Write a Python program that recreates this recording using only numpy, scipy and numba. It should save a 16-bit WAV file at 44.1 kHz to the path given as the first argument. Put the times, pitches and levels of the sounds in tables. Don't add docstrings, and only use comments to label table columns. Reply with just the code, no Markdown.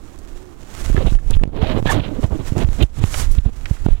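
import sys
import numpy as np
from scipy import signal
from scipy.fft import rfft, irfft, next_fast_len
from scipy.io import wavfile
from scipy.ndimage import uniform_filter1d
from numba import njit

SR = 44100
rng = np.random.default_rng(int(sys.argv[2]) if len(sys.argv) > 2 else 0)


def file_out(sig):
    cols = np.atleast_2d(sig).T
    lim = np.clip(cols, -1, 1)
    pcm = np.round(lim * 32767).astype(np.int16)
    wavfile.write(sys.argv[1], SR, pcm)


N = 176400

# t/s, strength/dB, contact time/ms, tick compared with strength/dB, swing f/Hz
CAMERA_BUMPS = [(.901, -8, 1.5, -14, 30), (0.947, -2, 1.55, -28, 94), (0.98, -1.5, 5.4, -33, 59.5),
                (1.065, -2.5, 4.6, -36, 40), (1.123, -1.5, 2.25, -28, 29.4), (1.152, 10.5, 23.7, -29, 29),
                (1.352, 11, 22, -33, 30.1), (1.368, 14.5, 16.4, -33, 27.5), (1.415, 1, 1.9, -37, 30),
                (1.4364, 9.5, 2, 11.5, 30), (1.455, 5.5, 1.6, -10, 30.3), (1.477, 8.5, 1.64, -15, 30),
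                (1.629, 8.5, 3.8, -42, 73), (1.827, -8, 2.14, -12.5, 27.8), (1.858, -2.5, 0.7, -27, 49.7),
                (1.998, -7.5, 2, -9, 98), (2.244, -2.5, 3.9, -32, 73), (2.322, -6.5, 4.4, -30, 60),
                (2.522, -5.5, 2, -19, 86), (2.647, -1.5, 5, -16, 64.6), (2.689, -8, 2.9, -13, 39.3),
                (2.819, 0.5, 4.8, -31, 68.6), (2.837, 9.5, 4.7, -37, 48), (3.04, 8.5, 3.65, -9, 78.7),
                (3.235, 4, 37, -43, 29.6), (3.384, 6, 5.9, -29, 47), (3.463, 6.5, 3.3, -39, 39),
                (3.713, 4.5, 2.63, -28, 44.5), (3.8648, 18.5, 1.22, -9, 29.2), (3.887, 17.5, 1.06, -9, 35),
                (3.924, 26.5, 13.3, -26, 27.4)]
# f/Hz, level/dB
TICK_TONE = [(100, -8.5), (500, 7), (1000, 5.5), (1600, -2), (3300, -3.5), (5000, -14.5), (9000, -29),
             (16000, -33)]
def bumps(t):
    ring_q, tick_s = 1.46, 0.00092
    swing, tails, snaps = np.zeros((3, N))
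    for at, db, contact_ms, tick_db, swing_hz in CAMERA_BUMPS:
        age = (t - at) / (contact_ms * 1e-3)
        push = undb(db) / np.cosh(np.clip(2.6 * age, -40, 40))
        w = 2 * np.pi * swing_hz
        body = signal.bilinear([1, 0, 0], [1, w / ring_q, w * w], SR)
        swing += signal.lfilter(*body, push)
        tails += undb(db + tick_db) * decay(t - at, tick_s)
        snaps[np.searchsorted(t, at)] += undb(db + tick_db)
    edges = shape(snaps, TICK_TONE)
    ticks = edges * snaps.max() / edges.max() + undb(-9.5) * tails * noise(TICK_TONE)
    return undb(3.5) * swing + ticks


# start t/s, length/s, scrape level/dB, rasp level/dB (before its 3 dB cut)
STROKES = [(0.96, 0.077, -19, -25.5), (1.051, 0.029, -16.5, -29), (1.3, 0.021, -21, -31),
           (1.409, 0.1, -16.5, -37), (1.523, 0.06, -11.5, -29), (1.561, 0.039, -12.5, -22.5),
           (1.61, 0.043, -9, -14.5), (1.654, 0.075, -12, -13.5), (1.734, 0.063, -11.5, -27),
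           (1.859, 0.086, -23.5, -22), (1.938, 0.065, -17.5, -28.5), (2.012, 0.073, -32, -33),
           (2.071, 0.13, -30, -42.5), (2.232, 0.021, -17, -32), (2.312, 0.056, -24, -44),
           (2.39, 0.031, -24, -39), (2.557, 0.074, -19.5, -37), (2.603, 0.037, -24.5, -28),
           (2.792, 0.057, -15.5, -29.5), (2.967, 0.12, -30, -34.5), (3.45, 0.05, -24.5, -34.5),
           (3.87, 0.12, -14.5, -16.5)]
# f/Hz, level/dB
SCRAPE_TONE = [(30, -13.5), (100, 7.5), (200, 2), (350, -1.5), (650, -8), (1100, -18.5), (2000, -32.5),
               (5000, -54)]
RASP_TONE = [(200, -3), (700, 7.5), (1700, 2), (2200, 2), (3000, 2.5), (3900, -0.5), (5000, -14.5),
             (8000, -30), (16000, -31)]
def rubbing(t):
    low, high = np.zeros((2, N))
    for start, length, scrape_db, rasp_db in STROKES:
        stroke = fade(t, start, length, edge_s=0.019)
        low += undb(scrape_db) * stroke
        high += undb(rasp_db) * stroke
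    low += undb(-37) * np.interp(t, [.7, .9, 2.9, 3.3], [0.43, 1.7, 1.2, 0.45])
    scrape = low * grains(per_s=1600, spread_db=2.5, tone=SCRAPE_TONE)
    rasp = undb(-3) * high * grains(per_s=4500, spread_db=2.5, tone=RASP_TONE)
    return (scrape + rasp) * undb(1.5 * wander(110))


# start t/s, length/s, first f/Hz, last f/Hz, level/dB
SKIN_SQUEAKS = [(0.318, 0.204, 343.2, 351, -42.5), (.977, 0.0098, 354, 332, -12),
                (1.003, 0.011, 473, 572, -15.5), (1.019, .015, 548, 373, -20),
                (1.04, .018, 190, 119, -11.5), (1.073, .012, 554, 770, -30),
                (1.575, 0.055, 383, 439, -15.5), (1.628, 0.022, 569, 850, -14),
                (1.657, 0.08, 603, 596, -17), (1.864, 0.029, 1644, 1570, -27),
                (1.891, 0.021, 1706, 1710, -16.5), (1.896, 0.014, 948, 694, -16.5),
                (1.915, 0.013, 1005, 1124, -18), (1.931, 0.017, 720, 330, -26),
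                (1.957, 0.0434, 273, 282, -20), (2.111, 0.026, 292, 257, -21),
                (2.187, 0.013, 208, 265, -18), (2.344, 0.028, 307, 295, -22.5),
                (2.796, 0.046, 224.5, 389, -17.5), (2.978, 0.064, 131, 74, -16),
                (3.47, 0.03, 230, 201, -21.5)]
def squeaks(t):
    out = np.zeros(N)
    jitter = 1 + 0.036 * wander(700)
    for start, length, first_hz, last_hz, db in SKIN_SQUEAKS:
        gate = fade(t, start, length, edge_s=0.00552)
        on = gate > 0
        along = np.clip((t[on] - start) / length, 0, 1)
        arch = 1 + 0.0642 * np.sin(np.pi * along)
        hz = (first_hz + (last_hz - first_hz) * along) * arch
        phase = 2 * np.pi * np.cumsum(hz * jitter[on]) / SR
        out[on] += undb(db) * gate[on] * (np.sin(phase) + undb(-16) * np.sin(2 * phase))
    return np.sqrt(2) * out * undb(wander(290))


# loudest t/s, rise/s, fall/s, strength/dB
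FABRIC_SWISHES = [(.39, 0.057, 0.038, -43.5), (0.843, 0.084, 0.016, -31), (.98, 0.15, 0.049, -35),
                  (1.10, 0.072, 0.056, -33), (1.3, 0.31, 0.29, -41), (1.68, 0.059, 0.044, -34.5),
                  (1.78, 0.0037, 0.015, -35), (1.877, 0.022, 0.018, -33.5), (1.91, 0.012, 0.028, -26),
                  (2.24, 0.055, 0.036, -39), (2.36, 0.053, 0.031, -43), (2.483, 0.032, 0.029, -32),
                  (2.58, 0.042, 0.017, -40), (2.617, 0.027, 0.017, -31), (2.773, 0.061, 0.052, -34.5),
                  (2.83, 0.0052, 0.022, -28.5), (2.997, 0.055, 0.0047, -32), (3.084, 0.048, 0.1, -25.5),
                  (3.171, 0.062, 0.049, -22.5), (3.329, 0.025, 0.27, -41), (3.565, 0.0085, 0.0089, -36.5),
                  (3.741, 0.048, 0.065, -34.5), (3.92, 0.034, 0.083, -25)]
# f/Hz, level/dB
CRINKLE_TONE = [(100, 17.5), (500, 7.5), (1500, 6), (3000, 1.5), (4800, -2.5), (7000, 0.5), (10000, -7.5),
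                (13000, -12.5), (16000, -14)]
SHEEN_TONE = [(1000, -35), (4000, -3.5), (7000, 3.5), (10000, -1.5), (13000, -8.5), (16000, -20)]
def fabric(t):
    power = np.full(N, undb(-48.5) ** 2)
    for at, rise, fall, db in FABRIC_SWISHES:
        width = np.where(t < at, rise, fall)
        power += (undb(db) * np.exp(-.5 * ((t - at) / width) ** 2)) ** 2
    crinkles = undb(-0.9) * np.sqrt(power) * grains(per_s=15000, spread_db=3, tone=CRINKLE_TONE)
    sheen = undb(-32.5) * power / undb(-26) ** 2 * noise(SHEEN_TONE)
    creases = undb(-6) * np.sqrt(power) * grains(per_s=450, spread_db=4, tone=CRINKLE_TONE)
    return (crinkles + creases + sheen) * undb(2 * wander(57))


# t/s, level/dB
HOLDER_KNOCKS = [(0.966, -13.5), (0.978, -16.5), (1.188, -25), (1.397, -23.5)]
# f/Hz, level/dB, time to fade by 60 dB/s
HOLDER_NOTES = [(1350, -6.5, 0.034), (1730, 2.5, 0.018), (2000, -9, 0.017), (2606, -16, 0.052),
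                (3060, -23, 0.052), (3630, -25, .04)]
def clacks(t):
    out = np.zeros(N)
    for at, db in HOLDER_KNOCKS:
        age = t[t >= at] - at
        for hz, note_db, ring_s in HOLDER_NOTES:
            fall = np.exp(-np.minimum(np.log(1000) * age / ring_s, 20))
            out[t >= at] += undb(db + note_db) * np.sin(2 * np.pi * hz * age) * fall
    return out


# t/s, strength/dB, middle f/Hz, fade time/s
CRACKS = [(0.188, -40, 6600, 0.0051), (1.308, -21.5, 6200, 0.0021), (1.565, -24, 2970, 0.0016),
          (2.825, -28, 9000, .008), (3.1421, -10, 2200, 0.0033), (3.143, -12.5, 735, 0.0074),
          (3.314, -33.5, 8200, 0.017), (3.657, -22.5, 1680, 0.0051), (3.765, -28, 1190, 0.008)]
def clicks(t):
    out = np.zeros(N)
    for at, db, hz, decay_s in CRACKS:
        band = signal.iirpeak(hz, Q=.9, fs=SR)
        kick = signal.unit_impulse(N, int(at * SR))
        snap = signal.lfilter(*band, signal.lfilter(*band, kick))
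        crackle = signal.lfilter(*band, signal.lfilter(*band, rng.standard_normal(N)))
        out += undb(db) * (decay(t - at, decay_s) * unit(crackle) + 1.1 * snap / snap.max())
    return out


# middle t/s, length/s, lower ring f/Hz, level/dB
SLIDES = [(1.086, 0.041, 2860, -31), (1.342, 0.018, 2800, -26.5), (1.902, 0.03, 720, -23),
          (1.908, 0.041, 1280, -30), (2.002, 0.0064, 2750, -24.5), (2.046, 0.022, 3000, -33),
          (2.813, 0.013, 2670, -22.5), (2.832, 0.014, 2950, -16.5), (3.387, 0.0024, 2780, -19)]
def screeches(t):
    out = np.zeros(N)
    slips = grains(per_s=1300, spread_db=0.34, tone=RASP_TONE)
    for middle, length, hz, db in SLIDES:
        gate = fade(t, middle - length / 2, length, edge_s=0.0083)
        ring = sum(signal.lfilter(*signal.iirpeak(f, Q=5.4, fs=SR), slips) for f in (hz, hz * 1.24))
        out += undb(db) * gate * unit(ring)
    return out


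# t/s, level/dB
SHAKE_LEVELS = [(0, -35), (.3, -31), (.45, -32.5), (.72, -36), (.9, -11.5), (1.1, -9), (1.25, -14.5),
                (1.42, -3.5), (1.55, -6.5), (1.95, -17), (2.1, -24.5), (2.5, -20.5), (2.65, -17),
                (2.95, -15), (3.2, -8.5), (3.6, -20.5), (3.833, -18.5), (3.917, 16), (4, 2)]
# f/Hz, level/dB
SHAKE_TONE = [(10, -7), (25, 5), (45, -5.5), (80, -9.5), (130, -26), (220, -35), (600, -71.5)]
def rumble(t):
    at, db = np.array(SHAKE_LEVELS).T
    return undb(np.interp(t, at, db)) * noise(SHAKE_TONE)


# f/Hz, level/dB
ROOM_TONE = [(30, 15.5), (120, -15.5), (220, 3), (330, 8), (550, -7), (1200, -8), (3000, -38), (7000, -39),
             (16000, -66)]
def room():
    return undb(-40) * noise(ROOM_TONE)


# f/Hz, level/dB
LEAK_TONE = [(20, -28.5), (90, -23.5), (200, -30.5), (400, -32.5), (1000, -42), (3000, -39), (8000, -42),
             (16000, -38)]
def leak(t, right, lag_s=0.00055):
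    return np.interp(t - lag_s, t, shape(right, LEAK_TONE))


# f/Hz, level/dB
HISS_TONE = [(100, 18), (500, 1), (2000, 0.5), (5000, -1.5), (7500, -2), (11000, -3.5), (16000, -2)]
def hiss():
    return undb(-62.5) * noise(HISS_TONE)


def undb(db):
    return 10 ** (np.asarray(db) / 20)


def unit(x):
    return x / np.sqrt(np.mean(x ** 2))


def shape(x, tone):
    hz, db = np.array(tone, float).T
    size = next_fast_len(2 * len(x))
    size += size % 2
    f = np.maximum(np.arange(size // 2 + 1) * SR / size, 1)
    gain = undb(np.interp(np.log(f), np.log(hz), db))
    cepstrum = irfft(np.log(gain))
    cepstrum[1:size // 2] *= 2
    cepstrum[size // 2 + 1:] = 0
    return irfft(rfft(x, size) * np.exp(rfft(cepstrum)))[:len(x)]


def noise(tone):
    return unit(shape(rng.standard_normal(N), tone))


def wander(per_s):
    step = int(SR / per_s)
    stairs = np.repeat(rng.standard_normal(N // step + 1), step)
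    return unit(uniform_filter1d(stairs, step)[:N])


def grains(per_s, spread_db, tone):
    happens = rng.random(N) < per_s / SR
    size = np.minimum(rng.exponential(size=N), 5)
    sign = rng.choice([-1, 1], N)
    return unit(shape(happens * sign * undb(spread_db * size), tone))


def decay(age, decay_s):
    return (age >= 0) * np.exp(-np.abs(age) / decay_s)


def fade(t, start, length, edge_s):
    return np.clip(np.minimum(t - start, start + length - t) / edge_s + .5, 0, 1)


def scene():
    t = np.arange(N) / SR
    right = bumps(t) + rubbing(t) + fabric(t) + clicks(t) + clacks(t) + screeches(t) + squeaks(t)
    right += rumble(t) + room()
    hum = undb(-56) * np.sqrt(2) * np.sin(2 * np.pi * 51 * t)
    return np.array([leak(t, right) + hum + hiss(), right + hiss()])


@njit
def limiter(over_db, attack_s, hold_s, release_db_per_s):
    attack = 1 - np.exp(-1 / (attack_s * SR))
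    out, cut, wait = np.empty(len(over_db)), 0., 0.
    for i in range(len(over_db)):
        if over_db[i] > cut:
            cut += (over_db[i] - cut) * attack
            wait = hold_s * SR
        elif wait > 0:
            wait -= 1
        else:
            cut = max(cut - release_db_per_s / SR, 0.)
        out[i] = cut
    return out


def record(dry):
    limit_db, top_hz = -1.66, 15900
    over_db = 20 * np.log10(np.abs(dry[1]) + 1e-9) - limit_db
    cut_db = limiter(over_db, attack_s=0.00015, hold_s=0.05, release_db_per_s=78)
    limited = dry * undb(-cut_db)
    rounded = limited / (1 + limited ** 8) ** (1 / 8)
    treble_cut = signal.ellip(10, .2, 80, top_hz, fs=SR, output="sos")
    return signal.sosfilt(treble_cut, rounded)


dry = scene()
out = record(dry)
file_out(out)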